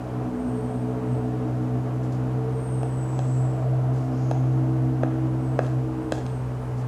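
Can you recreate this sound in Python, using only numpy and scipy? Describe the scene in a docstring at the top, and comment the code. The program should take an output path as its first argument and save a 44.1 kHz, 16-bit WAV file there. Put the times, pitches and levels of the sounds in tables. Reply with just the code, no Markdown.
"""A wood. A distant propeller aircraft drones on harmonics of its blade rate, over a soft rush of air,
wind rumble and leaf hiss. Small birds whistle thinly, high in the canopy, smeared by the trees.
A woodpecker knocks a few times on a dead trunk, ringing the wood and a loose plate of bark;
bark fibres snap under its beak and claws."""
import sys
import numpy as np
from scipy import signal
from scipy.fft import rfft, irfft
from scipy.io import wavfile

SR = 44100
rng = np.random.default_rng(int(sys.argv[2]) if len(sys.argv) > 2 else 0)


def unload_wav(signal):
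    """Save mono or channel-first audio to the path in sys.argv[1] as 16-bit WAV at rate SR, clipped to [-1, 1]."""
    wavfile.write(
        sys.argv[1],
        SR,
        np.round(np.clip(np.atleast_2d(signal).T, -1, 1) * 32767).astype(np.int16),
    )


N = 302967
TIME = np.arange(N) / SR


def from_db(db):
    """Decibels to gain."""
    return 10 ** (np.asarray(db) / 20)


def rms_one(x):
    """Scale to rms 1."""
    return x / np.sqrt(np.mean(np.abs(x) ** 2) + 1e-20)


def in_time(rows):
    """A (time [s], value) curve at every sample."""
    times_s, values = np.transpose(rows)
    return np.interp(TIME, times_s, values)


def drift(rate_hz):
    """Random wander below about rate_hz, rms 1."""
    hz = np.fft.rfftfreq(N, 1 / SR)
    return rms_one(irfft(rfft(rng.standard_normal(N)) / (1 + (hz / rate_hz) ** 4), N))


def coloured_noise(points):
    """Noise shaped by (frequency [Hz], density [dB]) points, rms 1."""
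    hz, density_db = np.transpose(points)
    grid_hz = np.maximum(np.fft.rfftfreq(N, 1 / SR), 1)
    gain = from_db(np.interp(np.log(grid_hz), np.log(hz), density_db))
    low_cut = np.minimum(grid_hz / hz[0], 1) ** 2
    return rms_one(irfft(rfft(rng.standard_normal(N)) * gain * low_cut, N))


def band(x, low_hz, high_hz):
    """Causal band-pass."""
    sos = signal.butter(2, [low_hz, high_hz], "band", fs=SR, output="sos")
    return signal.sosfilt(sos, x + 1e-18)


def add(out, at_s, sound):
    """Mix a sound in at at_s."""
    start = round(at_s * SR)
    out[start:start + len(sound)] += sound[:N - start]


def partial(phase, scatter, flutter_hz):
    """One propeller partial: a clean line plus a share scattered by moving air, rms 1."""
    path = rms_one(1 + scatter * (drift(flutter_hz) + 1j * drift(flutter_hz)))
    return np.sqrt(2) * np.real(path * np.exp(1j * (phase + 2 * np.pi * rng.random())))


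def aircraft(fade_db=0.6, fade_hz=3.5, sag_db_per_s=1.5):
    """Blade-rate harmonics: the strong overtones swell and fade in moving air, the weak ones die away."""
    # propeller: (time [s], blade rate [Hz])
    blade_rate = [(0.0, 62.1), (1.59, 62.22), (2.12, 63.14), (3.0, 63.9), (4.99, 64.28), (5.89, 64),
                  (6.22, 63.14), (6.87, 62.5)]
    # levels of harmonic 2 (hum), then harmonics 4, 5 and 7: (time [s], level [dB])
    hum_level = [(0.0, -39), (0.23, -29), (0.4, -47), (0.5, -31.5), (0.86, -30), (1.05, -33), (1.13, -24.5),
                 (1.24, -28.5), (2.35, -25.5), (2.43, -28), (3.86, -21.5), (4.06, -26.5), (4.5, -20.5),
                 (5.19, -26), (5.78, -24.5), (6.06, -39), (6.18, -28), (6.87, -28)]
    fourth_level = [(0, -45), (0.4, -30), (2.3, -37), (2.9, -42.5), (3.25, -37), (3.8, -45.5), (4.0, -34),
                    (5.1, -33), (6.15, -39), (6.87, -42)]
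    fifth_level = [(0, -37), (0.8, -42.5), (1.45, -33.5), (1.9, -39), (2.9, -40), (3.9, -40), (5.1, -29),
                   (5.5, -35.5), (6.08, -32), (6.35, -50.5)]
    seventh_level = [(0, -44.5), (0.75, -33.5), (2.2, -42.5), (2.45, -33), (3.0, -43), (3.7, -42),
                     (5.3, -44.5), (5.85, -39), (6.4, -46)]
    # weak harmonics: (order [x blade rate], starting level [dB])
    weak_orders = [(3, -40.5), (6, -54.5), (9, -48.5), (11, -51), (12, -46.5)]
    phase = 2 * np.pi * np.cumsum(in_time(blade_rate)) / SR
    throb = from_db(-44.5) * partial(phase, scatter=0.21, flutter_hz=4)
    hum = from_db(in_time(hum_level) + 0.23) * partial(2 * phase, scatter=0.13, flutter_hz=6.1)
    out = throb + hum
    for order, level in ((4, fourth_level), (5, fifth_level), (7, seventh_level)):
        gain = from_db(in_time(level) + fade_db * drift(fade_hz))
        out += gain * partial(order * phase, scatter=0.39, flutter_hz=14.3)
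    for order, start_db in weak_orders:
        gain = from_db(start_db - sag_db_per_s * TIME)
        out += gain * partial(order * phase, scatter=0.23, flutter_hz=7.8)
    return out


def air(sag_db_per_s=0.14):
    """The aircraft's rush wavers and slowly recedes; wind rumbles low and leaves hiss evenly."""
    # spectra: (frequency [Hz], relative density [dB])
    rush_colour = [(80, -2), (160, -2), (280, 0.5), (400, -0.5), (680, -4), (900, -5), (1400, -13),
                   (2000, -22.5), (3000, -28), (6000, -63)]
    hollow_colour = [(300, -21.5), (520, -3), (640, 15.5), (760, 9), (900, -14), (1500, -33), (3000, -72)]
    wind_colour = [(25, -13), (50, -3), (80, -1.5), (130, -4), (300, -35), (1000, -69)]
    leaf_colour = [(1500, 6.5), (2700, 1), (4200, -0.5), (6300, -1.5), (9000, -4), (11000, -8),
                   (15000, -14)]
    # hollow band of the rush, coming and going: (time [s], level [dB])
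    hollow_level = [(0, -48), (1.2, -44), (3.1, -50), (3.75, -38), (4.3, -44.5), (5.6, -44), (6.87, -68)]
    # wind rumble: (time [s], level [dB])
    wind_level = [(0, -46.5), (4.2, -48.5), (6.87, -43)]
    rush_db = -37.5 - sag_db_per_s * TIME + 0.5 * drift(rate_hz=8.1)
    rush = from_db(rush_db) * coloured_noise(rush_colour)
    hollow = from_db(in_time(hollow_level)) * coloured_noise(hollow_colour)
    rumble = from_db(in_time(wind_level)) * coloured_noise(wind_colour)
    hiss = from_db(-58.5) * coloured_noise(leaf_colour)
    return rush + hollow + rumble + hiss


def songbirds(warble_hz=130):
    """Near-sine whistles that swell, warble quickly and fade, heard mostly by way of the trees."""
    # notes: (time [s], length [s], start [Hz], end [Hz], rms warble [Hz], relative level [dB])
    whistles = [(0.264, 0.46, 8250, 9000, 229, -64), (0.459, 0.48, 8650, 8400, 300, -66),
                (1.006, 0.22, 8460, 7960, 180, -65), (2.451, 0.45, 8604, 8380, 226, -56.5),
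                (2.658, 0.72, 8280, 7530, 120, -57), (3.12, 0.41, 7860, 7810, 266, -56.5),
                (2.839, 0.69, 6980, 5370, 803, -66.5), (4.057, 0.24, 5600, 5800, 750, -62.5),
                (4.121, 0.32, 6900, 6230, 299, -63), (5.35, .20, 8150, 8170, 230, -65),
                (5.98, 0.11, 8400, 8500, 170, -68), (6.176, 0.25, 8200, 8100, 80, -64),
                (6.56, .12, 9550, 9650, 120, -72)]
    out = np.zeros(N)
    for at_s, length_s, start_hz, end_hz, depth_hz, db in whistles:
        progress = np.linspace(0, 1, int(length_s * SR))
        glide_hz = start_hz + (end_hz - start_hz) * progress
        pitch_hz = glide_hz + depth_hz * drift(warble_hz)[:len(progress)]
        tone = np.sin(2 * np.pi * np.cumsum(pitch_hz) / SR)
        swell = np.sin(np.pi * progress) ** 2
        add(out, at_s, from_db(db) * rms_one(swell * tone))
    return from_db(-5.5) * out + from_db(-2.0) * forest(out, t60_s=0.94, build_s=0.0042)


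def forest(x, t60_s, build_s):
    """Scatter from many trunks: a unit-energy response that builds up, then dies away."""
    t = np.arange(SR) / SR
    echoes = rng.standard_normal(SR) * from_db(1.4 * rng.standard_normal(SR) - 60 * t / t60_s)
    echoes *= 1 - np.exp(-t / build_s)
    return signal.fftconvolve(x, echoes / np.linalg.norm(echoes))[:N]


def bark(snaps_per_s=2200):
    """Fibres snap in quick showers of tiny clicks that fade."""
    # bark crumbling under beak and claws: (time [s], length [s], level [dB])
    crumbles = [(2.029, 0.05, -63), (2.116, 0.086, -62.5), (3.929, 0.24, -64.5), (5.607, 0.2, -63.5),
                (6.128, 0.13, -58), (6.769, .09, -64)]
    out = np.zeros(N)
    for at_s, length_s, db in crumbles:
        n = int(length_s * SR)
        progress = np.linspace(0, 1, n)
        envelope = np.sqrt(progress) * (1 - progress) ** 2.2
        snaps = (rng.random(n) < snaps_per_s / SR) * rng.standard_normal(n)
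        add(out, at_s, from_db(db) * rms_one(band(snaps, 3830, 8300) * envelope))
    return out


def ring(modes, t):
    """Struck modes dying away, each a little stronger or weaker from blow to blow."""
    return sum(from_db(db + rng.normal(0, 1) - 60 * t / t60_s) * np.sin(2 * np.pi * hz * t)
               for hz, db, t60_s in modes)


def pecks(contact_s=0.0012, bite_s=0.00088, fibre_s=0.00048, crunch=0.64):
    """The beak crunches into bark; light taps sound the loose plate, heavy blows the trunk behind it."""
    # beak strikes: (time [s], trunk gain [dB], plate gain [dB], tick gain [dB], tick top [Hz])
    blows = [(2.8312, -22, -9.5, -23, 15000), (3.1908, -19, -6.5, -23, 15000),
             (4.3120, -13.5, -4, -23.5, 14000), (5.0333, -7, -8, -26.5, 10000),
             (5.5903, -3, -6.5, -21.5, 8500), (5.6474, -28, -31, -25, 4500),
             (5.6652, -44, -32, -27.5, 15000), (6.1215, -5, -18, -10.5, 15000),
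             (6.136, -41, -33, -30, 8500), (6.18, -35, -11, -24, 4500), (6.2643, -38, -14, -25, 9050)]
    # bark plate over a hollow, trunk, beak on bark: (frequency [Hz], relative level [dB], t60 [s])
    plate_modes = [(753, -2.5, 0.013), (1760, -16.5, 0.009)]
    trunk_modes = [(305, -8.5, 0.023), (520, 12.5, 0.0076), (1296, -3.5, 0.01), (1615, -3.5, 0.01),
                   (1790, -10.5, 0.0099), (2580, -16, 0.0086)]
    tick_modes = [(2640, 1.5, 0.004), (3200, -3, 0.0051), (3940, -5.5, 0.0047), (5030, -2, 0.0033),
                  (6200, -3, 0.0039), (7700, -12.5, 0.0049), (9840, -9.5, 0.0033), (13300, -18.5, .002)]
    out = np.zeros(N)
    t = np.arange(SR // 10) / SR
    for at_s, trunk_db, plate_db, tick_db, top_hz in blows:
        plate = from_db(plate_db) * ring(plate_modes, t)
        trunk = from_db(trunk_db) * ring(trunk_modes, t)
        # plate and trunk swing against each other; soft wood rounds the attack
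        knock = (plate - trunk) * (1 - np.exp(-t / contact_s)) ** 2
        # the tip digs in, fibres give way
        tip = ring(tick_modes, t) * (1 - np.exp(-t / bite_s))
        fibres = rng.standard_normal(len(t)) * np.exp(-t / fibre_s)
        tick = tip + crunch * signal.fftconvolve(fibres / np.linalg.norm(fibres), tip)[:len(t)]
        add(out, at_s, knock + from_db(tick_db) * band(tick, 2000, top_hz))
    return out


def scene():
    """Mono mix. The woodpecker is nearly dry; the trees scatter back only its middle and treble."""
    woodpecker = pecks() + bark()
    echo = from_db(-6.0) * forest(band(woodpecker, 500, 8700), t60_s=0.57, build_s=0.0026)
    return (woodpecker + echo + aircraft() + air() + songbirds())[None]


def record(dry, cutoff_hz=15100):
    """Steep low-pass."""
    return signal.sosfilt(signal.ellip(10, 0.1, 80, cutoff_hz, fs=SR, output="sos"), dry)


dry = scene()
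out = record(dry)
unload_wav(out)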